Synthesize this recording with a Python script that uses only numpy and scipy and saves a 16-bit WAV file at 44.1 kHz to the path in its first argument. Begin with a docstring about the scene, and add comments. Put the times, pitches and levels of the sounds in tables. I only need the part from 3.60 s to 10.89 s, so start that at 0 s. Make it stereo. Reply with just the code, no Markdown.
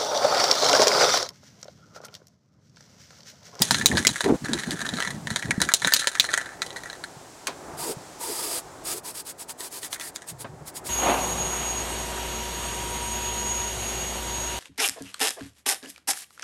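"""Outdoors, in a quiet yard, a spray can is shaken: its ball strikes and rolls along the tin wall and domes.
Blows and rolling excite decaying modes and cracks of noise, echoed by the ground. Knocks and pops are short
bursts and swings. Wind, strongest at first, is lumpy low noise at the microphone. Later the nozzle hisses
in long and short bursts, as coloured noise with narrow tones, and its jet roars on a machine.
The yard's traffic and leaves are coloured noise below it all."""
import sys
import numpy as np
from scipy import signal
from scipy.fft import rfft, irfft
from scipy.io import wavfile
from scipy.ndimage import uniform_filter1d

SR = 44100
rng = np.random.default_rng(int(sys.argv[2]) if len(sys.argv) > 2 else 0)


def waveform_to_disk(signal):
    """Save audio, clipped to [-1, 1], as 16-bit WAV at the path in sys.argv[1]."""
    frames = np.transpose(np.atleast_2d(signal))
    scaled = np.clip(frames, -1, 1) * 32767
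    samples = np.round(scaled).astype(np.int16)
    wavfile.write(sys.argv[1], SR, samples)


N = 321489
TIME_S = np.arange(N) / SR


def undb(db):
    """Amplitude factor of a level in dB."""
    return 10 ** (np.asarray(db) / 20)


def unit(x):
    """Scale to rms 1."""
    return x / np.sqrt(np.mean(x ** 2))


def curve(table, col):
    """One column over time, in dB; -120 dB outside the table."""
    rows = np.array(table)
    return np.interp(TIME_S, rows[:, 0], rows[:, col], left=-120, right=-120)


def coloured(points):
    """Noise with the given spectrum, rms 1."""
    hz = np.arange(1, N // 2 + 2) * SR / N
    point_hz, point_db = np.array(points).T
    db = np.interp(np.log(hz), np.log(point_hz), point_db)
    return unit(irfft(rfft(rng.standard_normal(N)) * undb(db), N))


def band(x, lo_hz, hi_hz):
    """Band-pass filter."""
    sos = signal.butter(2, [lo_hz, min(hi_hz, .45 * SR)], "band", fs=SR, output="sos")
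    return signal.sosfilt(sos, x)


def walk(rate_hz):
    """Random levels, a new one each 1 / rate_hz s, joined by ramps; spread near 1."""
    hold = int(SR / rate_hz)
    steps = np.repeat(rng.standard_normal(N // hold + 1), hold)
    return uniform_filter1d(steps, hold)[:N]


def add(out, start_s, y):
    """Mix y into out from start_s, cut at the end."""
    i = int(start_s * SR)
    out[i:i + len(y)] += y[:len(out) - i]


# Spectrum of the yard. Each row: frequency in Hz, relative level in dB per Hz.
YARD_SPECTRUM = [(18, -48), (30, -23), (38, -11.5), (174, -4), (204, -10), (273, -4.5), (415, -2),
                 (449, -6), (780, -3), (1040, -7.5), (2830, -17.5), (7670, -14), (16000, -35)]
# Yard level. Each row: time in seconds, level below 2 kHz in dB, level above in dB.
YARD_LEVEL = [(0, -46, -40), (1.6, -46, -47), (2.9, -45.5, -48), (3.7, -44.5, -48), (4.5, -44, -46),
              (5.33, -45, -48.5), (5.36, -48, -57), (6.9, -50.5, -56), (7.29, -42.5, -54)]


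def yard():
    """Distant traffic and leaves: coloured noise in two bands, swelling a little."""
    air = coloured(YARD_SPECTRUM)
    low = signal.sosfilt(signal.butter(2, 2000, fs=SR, output="sos"), air)
    low_db = curve(YARD_LEVEL, 1) + 2.2 * walk(5)
    high_db = curve(YARD_LEVEL, 2) + 0.12 * walk(2.5)
    return unit(low) * undb(low_db) + unit(air - low) * undb(high_db)


# Puffs at the microphone, an early and a late group.
# Each row: peak in seconds, rumble in dB, half length to 1/e in seconds, upper band re rumble in dB.
WIND_PUFFS = [
    [(0, -29, 0.044, -9.5), (.1, -30, 0.024, -11), (.19, -30, 0.067, -9), (.35, -24.5, 0.05, -4),
     (.46, -33, 0.087, -14), (.655, -25.5, 0.014, 3), (.7, -30, 0.043, 6.5), (.735, -29, 0.028, 0.1),
     (.83, -26.5, 0.013, -33), (.94, -30.5, 0.057, -3), (1.1, -34, 0.058, -6), (1.22, -35.5, 0.03, -10),
     (1.33, -35, 0.059, -4), (1.54, -34.5, 0.073, -19), (1.72, -36.5, 0.064, -17), (1.86, -33.5, 0.02, -24),
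     (1.91, -29, 0.035, -10), (2.04, -33.5, 0.046, -6), (2.26, -36.5, 0.034, -4)],
    [(6.74, -50, 0.06, -16), (6.93, -45, 0.11, -12)],
]


def wind():
    """Turbulent puffs: lumpy rumble, each with its share of an upper band; the late rumble is narrower."""
    def rumble(lo_hz, hi_hz):
        return unit(band(band(rng.standard_normal(N), lo_hz, hi_hz), lo_hz, hi_hz))

    out = 0
    for group, top_hz in zip(WIND_PUFFS, (280, 165)):
        lumps = undb(4.5 * walk(80))
        low, deep, high = rumble(101.2, top_hz), rumble(55.0, 97.4), rumble(204, 472)
        high = high + undb(-4.5) * unit(band(rng.standard_normal(N), 390, 900))
        puffs = [undb(db) * np.exp(-((TIME_S - peak_s) / half_s) ** 2) for peak_s, db, half_s, _ in group]
        upper = sum(puff * undb(row[3]) for puff, row in zip(puffs, group))
        out = out + lumps * (sum(puffs) * (low + undb(-13.0) * deep) + upper * high)
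    return out


POP_MAX_HZ = 450  # at or below: pop at the microphone; above: knock on the machine
# Each row: start in seconds, peak in dB, centre in Hz, t60 in seconds.
KNOCKS = [(0.659, -11, 397, 0.023), (0.659, -19, 700, 0.03), (0.723, -4, 317, 0.0099),
          (0.891, -20.5, 293, 0.033), (0.909, -21, 219, 0.035), (0.927, -19.5, 236, 0.026),
          (0.945, -23.5, 339, 0.04), (1.073, -22, 230, 0.034), (1.12, -25, 304, 0.032),
          (1.336, -23, 234, .035), (1.979, -14.5, 196, 0.017), (3.566, -36, 140, 0.034),
          (3.87, -11.5, 2780, 0.035), (3.872, -23, 1600, 0.14), (3.88, -21, 517, 0.18),
          (4.134, -35.5, 140, 0.02), (4.368, -31, 146, 0.024), (6.329, -16.5, 2700, .015),
          (6.845, -26.5, 470, 0.11)]


def knocks():
    """Knocks are short noise tails around a centre; low pops are membrane swings. Rows: pops, knocks."""
    out, t_s = np.zeros((2, N)), np.arange(8192) / SR
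    for (start_s, db, hz, t60_s), noise in zip(KNOCKS, rng.standard_normal((len(KNOCKS), 8192))):
        decay = 1000 ** (-t_s / t60_s)
        if hz > POP_MAX_HZ:
            burst = band(noise * decay, hz / 3, hz * 3)
        else:
            burst = np.sin(2 * np.pi * hz * t_s) * t_s * decay
        add(out[int(hz > POP_MAX_HZ)], start_s, undb(db) * burst / np.max(np.abs(burst)))
    return out


def resonances(peaks, rate_hz, waver_db):
    """Narrow bands of noise, each fading in and out on its own."""
    bands = []
    for hz, width_hz, db in peaks:
        tone = unit(band(rng.standard_normal(N), hz - width_hz / 2, hz + width_hz / 2))
        bands.append(tone * undb(db + waver_db * walk(rate_hz)))
    return bands


SWELL_DB_PER_S = 13  # the jet strengthens while the valve is held
# Nozzle bursts. Each row: open in seconds, shut in seconds, hiss in dB, roar on the machine in dB, mid-burst.
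BURSTS = [(4.176, 4.337, -33.5, -37), (4.597, 5.005, -32, -37.5), (5.247, 5.352, -30.5, -39),
          (5.351, 5.398, -35.5, -45), (5.438, 5.525, -36.5, -42), (5.541, 5.621, -36, -49),
          (5.654, 5.723, -36.5, -48), (5.785, 5.841, -37.5, -50), (5.886, 5.923, -33, -44),
          (5.984, 6.086, -37.5, -43), (6.111, 6.201, -37, -47), (6.212, 6.279, -37, -46.5),
          (6.306, 6.364, -36.5, -64), (6.394, 6.503, -38.5, -50.5), (6.552, 6.567, -34.5, -58),
          (6.673, 6.719, -35.5, -47), (6.791, 6.836, -37.5, -45), (7.061, 7.103, -36.5, -58),
          (7.146, 7.193, -36, -57), (7.248, 7.297, -34.5, -48)]
# Jet spectrum. Each row: frequency in Hz, relative level in dB per Hz.
JET_SPECTRUM = [(710, -17), (1200, -5), (2000, -6), (2980, -6.5), (4550, -2), (4750, -3), (6160, -4),
                (8350, 1), (10900, 0), (16000, -12.5)]
# Nozzle tones, lowest first. Each row: centre in Hz, width in Hz, level re hiss in dB.
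NOZZLE_TONES = [(4830, 110, -14), (5350, 200, -21), (6820, 150, -19), (7750, 200, -17), (8250, 150, -17),
                (8600, 150, -18), (9030, 120, -19), (10630, 150, -18), (11200, 100, -21)]
# Gain on the lowest nozzle tone. Each row: time in seconds, gain in dB.
WHISTLE_GAIN = [(0, 7), (4.34, 4), (4.6, -2), (4.72, 5), (4.9, 0), (5.0, -3), (7.29, -3)]
# Resonances where the jet lands. Each row: centre in Hz, width in Hz, relative level in dB.
HOLLOWS = [(392, 170, 0), (504, 31, -14), (680, 120, -5), (926, 113, -3.5), (1224, 130, -12)]


def spray(edge_s=0.034):
    """Jet hiss through the nozzle and a low roar where it lands; the valve opens and shuts softly."""
    hiss, roar = np.zeros(N), np.zeros(N)
    for open_s, shut_s, hiss_db, roar_db in BURSTS:
        valve = np.clip(np.minimum(TIME_S - open_s, shut_s - TIME_S) / edge_s + .5, 0, 1) ** 2
        valve = valve * undb(SWELL_DB_PER_S * (TIME_S - (open_s + shut_s) / 2))
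        hiss += valve * undb(hiss_db)
        roar += valve * undb(roar_db)
    sputter = undb(1.0 * walk(120))
    whistle = resonances(NOZZLE_TONES[:1], 20, waver_db=2)[0]
    upper_tones = resonances(NOZZLE_TONES[1:], 14, waver_db=5)
    jet = coloured(JET_SPECTRUM) + whistle * undb(curve(WHISTLE_GAIN, col=1)) + sum(upper_tones)
    landing = unit(sum(resonances(HOLLOWS, 15, waver_db=4.5)))
    return sputter * hiss * jet + roar * landing


FREE_WIDTH_HZ, MUTED_DB = 140, -12
# Wall modes left free as the paint shifts, in two groups.
# Each row: time in seconds, centre of the free ones in Hz.
FREE_CENTRE = [
    [(0.0, 1900), (0.05, 1920), (0.08, 1616), (0.28, 1880), (0.38, 1620), (0.46, 1810), (0.67, 1740),
     (0.76, 1560), (0.82, 1690), (1.34, 1710), (1.39, 1570), (1.43, 1860), (1.9, 1794), (2.04, 1770),
     (2.07, 1690), (2.71, 1800), (2.8, 1790), (2.83, 1620), (2.89, 1700), (3.02, 2020), (3.36, 1770),
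     (3.45, 1520)],
    [(6.32, 1910), (6.41, 1970), (6.43, 1730)],
]


def free_db(hz, at_s):
    """How much the paint mutes a wall mode at a given time."""
    rows = np.vstack(FREE_CENTRE)
    offset_hz = hz - np.interp(at_s, rows[:, 0], rows[:, 1])
    return MUTED_DB * (1 - np.exp(-(offset_hz / FREE_WIDTH_HZ) ** 2))


SLOSH_S = .0015


def ring(modes, chance, scatter_db=5, detune=0.026, rise_s=0.00014, rough=0.47):
    """One blow on a set of modes; where the ball lands sets each mode's share. Peak 1."""
    hz, db, t60_s = np.array(modes).T[:, :, None]
    detune_draw, level_draw, phase_draw = chance[:, :len(hz), None]
    t_s = np.arange(4096) / SR
    tones = np.sin(2 * np.pi * hz * (1 + detune * detune_draw) * t_s + np.pi * phase_draw)
    y = np.sum(undb(db + scatter_db * level_draw) * tones * 1000 ** (-t_s / t60_s), axis=0)
    # sloshing paint loads the tin unevenly, so the ring stutters
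    slosh = np.interp(t_s, np.arange(48) * SLOSH_S, np.resize(chance[2] * chance[0, ::-1], 48))
    y = y * (1 - np.exp(-t_s / rise_s)) * (1 + rough * slosh)
    return y / np.max(np.abs(y))


ROLL_START_S, ROLL_FADE_S = 0.0094, 0.15
# Spells of rolling in the paint. Each row: start in seconds, stop in seconds, wall in dB, domes in dB.
ROLL_SPELLS = [(0, 0.73, -48, -53.5), (0.47, 0.6, -41, -56), (0.842, 0.967, -35, -44.5),
               (0.913, 1.503, -38.5, -50.5), (1.66, 2.148, -48, -61), (2.214, 2.777, -39.5, -49),
               (2.795, 2.982, -47, -66), (3.004, 3.4, -53.5, -75), (6.36, 6.44, -55, -59)]


def spells(col):
    """Gain of the rolling: a quick start, a hold and a slower fade for each spell."""
    gain = 0
    for row in ROLL_SPELLS:
        edge = np.minimum((TIME_S - row[0]) / ROLL_START_S, (row[1] - TIME_S) / ROLL_FADE_S)
        gain = gain + undb(row[col]) * np.clip(edge + .5, 0, 1) ** 2
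    return gain


TUMBLE_DB, TUMBLE_S = -36.5, 0.052  # base level re blow; decay to 1/e


def tumble(col, extra_db):
    """After a blow the ball tumbles on where it struck: gain jumps at each strike and dies away."""
    out, t_s = np.zeros(N), np.arange(16384) / SR
    for row in STRIKES:
        add(out, row[0], undb(row[col] + TUMBLE_DB + extra_db) * np.exp(-t_s / TUMBLE_S))
    return out


WET = .6  # share of the domes' ring time left under rolling paint
STIFF_HZ, STIFF_DB_PER_DB = 4500, 1  # dome modes above this need a hard blow
GRIP_S, GRIP_DB = 4.0, -11.5  # from here a finger on the nozzle mutes the ring, not the crack


def rolling(rate_hz=700, spread_db=4, lurch_db=1.5, dome_db=-2.5, scrape_db=5):
    """Tiny uneven bounces keep wall and domes ringing and scraping between strikes; wet domes ring shorter."""
    hits = rng.random(N) < rate_hz / SR
    uneven = undb(spread_db * np.minimum(rng.exponential(size=N), 4))
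    bounces = hits * uneven * undb(2.5 * walk(30))

    def excite(mode):
        impulse = undb(mode[1]) * ring([mode], np.zeros((3, 8)), rough=0)
        return signal.fftconvolve(bounces * rng.choice([-1, 1], N), impulse)[:N]

    wander_hz = 110 * walk(40)  # the ball keeps finding other spots
    wall = unit(sum(undb(free_db(mode[0] + wander_hz, TIME_S)) * excite(mode) for mode in WALL_MODES))
    soft_dome = [(hz, db, WET * t60_s) for hz, db, t60_s in DOME_MODES if hz < STIFF_HZ]
    dome = unit(sum(excite(mode) * undb(5 * walk(25)) for mode in soft_dome))
    dome = dome * undb(GRIP_DB * (TIME_S > GRIP_S))
    contact = signal.lfilter([1], [1, -np.exp(-1 / (.002 * SR))], bounces)  # 2 ms decay
    scrape = unit(contact * coloured(CRACK_SPECTRUM))
    on_wall = spells(col=2) * undb(lurch_db * walk(6.9)) + tumble(col=2, extra_db=10.5)
    on_dome = spells(col=3) + tumble(col=1, extra_db=-0.5)
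    return on_wall * wall + on_dome * (undb(dome_db) * dome + undb(scrape_db) * scrape)


DOME_CRACK_DB, WALL_CRACK_DB = -11, -8.5  # how much of each blow cracks
SOFT_DB, SOFT_DB_PER_DB = -17, 0.16  # gentle blows ring more than they crack
# Ball strikes. Each row: start in seconds, blow on the domes in dB, blow on the wall in dB.
STRIKES = [(0.0197, 4.5, -26), (0.1087, -0.5, -10.5), (0.145, -6.5, -15.5), (0.212, -24, -18),
           (0.2589, 6.5, -36), (0.299, -26, -52), (0.3145, -35, -16), (0.352, -20, -24.5),
           (0.3717, -4, -16), (0.3793, -33, -13), (0.4497, -19, -12.5), (0.4694, 5, -73),
           (0.4896, -8.5, -24), (0.558, -46, -18.5), (0.6065, -4.5, -16.5), (0.642, -12, -19),
           (0.8469, -22, -29), (0.857, -29, -25), (0.9337, -7, -22.5), (0.978, -28, -27),
           (0.9954, -19, -32), (1.035, -21, -24.5), (1.1079, -12.5, -33), (1.129, -28, -39),
           (1.157, -32, -34), (1.172, -42, -39), (1.19, -36, -38), (1.206, -21, -30), (1.2159, -19.5, -26),
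           (1.265, -23, -26), (1.290, -15.5, -30), (1.3372, -17.5, -30), (1.3695, -18.5, -51),
           (1.386, -20.5, -22.5), (1.403, -19, -18), (1.424, -18.5, -19), (1.449, -30.5, -23),
           (1.4739, -21, -23), (1.505, -20, -28), (1.6714, -23.5, -22), (1.704, -16.5, -22.5),
           (1.7603, -9, -22), (1.8252, -30, -23.5), (1.908, -20, -13.5), (2.003, -17, -22.5),
           (2.0166, -2, -15.5), (2.0891, -37, -12.5), (2.118, -16, -23), (2.138, 3.5, -35),
           (2.2193, -17, -19.5), (2.2469, -3.5, -13.5), (2.273, -15, -11), (2.3218, -12, -15),
           (2.3368, 6.5, -49), (2.365, -4.5, -53), (2.395, -41, -35), (2.419, -28, -20.5),
           (2.443, -31, -21.5), (2.472, -1.5, -14.5), (2.5523, -43, -17.5), (2.573, -31, -27),
           (2.598, 3.5, -64), (2.6416, -21, -17.5), (2.6894, -24, -20), (2.7334, -10, -28),
           (2.739, -50, -9.5), (2.7485, -45, -36), (2.7759, -16, -14.5), (2.8134, -27, -26.5),
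           (2.86, -28, -32), (3.019, -10, -24), (3.0636, -22.5, -40), (3.1052, -25, -46),
           (3.1611, -27, -26), (3.167, -20.5, -34), (3.235, -29, -31), (3.2574, -40, -30),
           (3.2994, -20, -33.5), (3.33, -25.5, -33.5), (3.439, -21, -26.5), (5.894, -24, -31),
           (6.006, -17.5, -28), (6.231, -17.5, -27), (6.247, -23, -33), (6.328, -29, -25),
           (6.345, -25, -36), (6.359, -50, -24), (6.398, -32, -24), (6.411, -19.5, -29), (6.423, -50, -29),
           (6.5601, -21, -25.5), (6.6203, -31, -29)]
# Modes of the soft wall. Each row: nominal frequency in Hz, relative level in dB, t60 in seconds.
WALL_MODES = [(1353, 2.5, 0.021), (1540, -3, 0.027), (1654, -0.5, 0.018), (1733, -4.5, 0.041),
              (1853, -3.5, 0.025), (1958, -6, 0.092), (2234, -2.5, 0.015)]
# Modes of the stiff domes. Each row: nominal frequency in Hz, relative level in dB, t60 in seconds.
DOME_MODES = [(3400, -12, .015), (3760, -6, .02), (3940, -5, .025), (4090, 0, .035), (4200, -4, .02),
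              (4820, -3, .035), (5250, -6, .02)]
# Modes of the dull body of paint. Each row: nominal frequency in Hz, relative level in dB, t60 in seconds.
PAINT_MODES = [(633, 0.0032, 0.021), (964, 0.00745, 0.016)]
# Colour of the countless short high modes. Each row: frequency in Hz, relative level in dB per Hz.
CRACK_SPECTRUM = [(300, -10.5), (1000, -16), (2650, -6), (3400, 1), (4200, -2.5), (5200, -5), (6700, 2),
                  (7800, -2.5), (9500, -2.5), (11500, -12.5), (15000, -37)]


def strikes(snap_s=0.014, tail_s=0.05, tail_db=-11, tick_s=0.005, shade_db=3):
    """Each strike rings domes, wall and paint and cracks; the wall swells up a moment later."""
    out, crack, bright, tick = np.zeros((4, N))
    t_s = np.arange(4096) / SR
    damped = .25 + np.exp(-t_s / .003)  # the hand and paint take most of the domes' first swing
    decay = 1000 ** (-t_s / snap_s) + undb(tail_db) * 1000 ** (-t_s / tail_s)
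    chances = rng.standard_normal((len(STRIKES), 3, 3, 8))
    for (start_s, dome_db, wall_db), chance in zip(STRIKES, chances):
        crack_amp = np.hypot(undb(dome_db + DOME_CRACK_DB), undb(wall_db + WALL_CRACK_DB))
        crack_db = 20 * np.log10(crack_amp)
        crack_db += SOFT_DB_PER_DB * min(crack_db - SOFT_DB, 0)
        dome_db, wall_db = np.array([dome_db, wall_db]) + GRIP_DB * (start_s > GRIP_S)
        dome = [(hz, db + STIFF_DB_PER_DB * dome_db * (hz > STIFF_HZ), t60_s) for hz, db, t60_s in DOME_MODES]
        wall = [(hz, db + free_db(hz, start_s), t60_s) for hz, db, t60_s in WALL_MODES]
        dome_ring = ring(dome, chance[0], 6.8, 0.011, rough=0.73) * damped
        wall_ring = ring(wall, chance[1], 3.8, 0.017, rise_s=0.0004) * damped ** 0.27
        add(out, start_s, undb(dome_db - 4.5) * dome_ring + undb(wall_db + 4.5) * wall_ring)
        add(out, start_s, undb((dome_db + wall_db) / 2 - 5.5) * ring(PAINT_MODES, chance[2]))
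        # some strikes crack duller, some brighter
        tilt_db = shade_db * chance[2, 0, 5]
        add(crack, start_s, undb(crack_db - tilt_db) * decay)
        add(bright, start_s, undb(crack_db + tilt_db) * decay)
        # hard blows mean short contact, so the very top ticks out of proportion
        add(tick, start_s, undb(3.15 * crack_db + 11.0) * 1000 ** (-t_s / tick_s))
    noise = coloured(CRACK_SPECTRUM) * undb(4 * walk(400))  # gritty
    top = band(noise, 3260, 25000)
    ringing = band(out, 390, 11700)
    dull_crack = band(crack * (noise - top), 210, 20600)
    ticks = tick * unit(band(rng.standard_normal(N), 13000, 15000))
    return ringing + dull_crack + bright * unit(top) + ticks


GROUND_S, GROUND_DB = .0073, -9.5


def outdoors(x, scatter_db=-12, t60_s=0.059):
    """One echo from the ground and a short scatter from the machine and clutter."""
    t_s = np.arange(8192) / SR
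    unit_energy = np.sqrt(2 * np.log(1000) / t60_s / SR)
    response = undb(scatter_db) * rng.standard_normal(8192) * 1000 ** (-t_s / t60_s) * unit_energy
    response[0], response[int(GROUND_S * SR)] = 1, undb(GROUND_DB)
    return signal.fftconvolve(x, response)[:N]


def scene():
    """Can and machine knocks get the echo; the other layers stay dry. Two channels."""
    pops, thuds = knocks()
    mid = outdoors(strikes() + rolling() + thuds) + pops + spray() + wind() + yard()
    # nearly mono: a faint side share, flickering in sign, larger in treble and deep bass
    side = mid + .9 * band(mid, 2000, 9000) + 1.8 * band(mid, 9000, 18000) + 1.5 * band(mid, 15, 70)
    side = side * walk(300)
    return mid + undb(-25) * side * np.array([[1], [-1]])


GAIN_TOP_DB, GAIN_S, GAIN_SHARE = -22.5, 0.17, 0.38
TOP_HZ = 16000


def record(dry):
    """Gain control ducks after loud sound, the loudest strikes clip softly, the top is cut."""
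    keep = np.exp(-1 / (GAIN_S * SR))
    loud = np.sqrt(signal.lfilter([1 - keep], [1, -keep], np.mean(dry ** 2, axis=0)))
    ducked = dry * (1 + loud / undb(GAIN_TOP_DB)) ** -GAIN_SHARE
    clipped = np.tanh(1.002 * ducked)
    return signal.sosfilt(signal.ellip(12, .2, 90, TOP_HZ, fs=SR, output="sos"), clipped)


dry = scene()
out = record(dry)
waveform_to_disk(out)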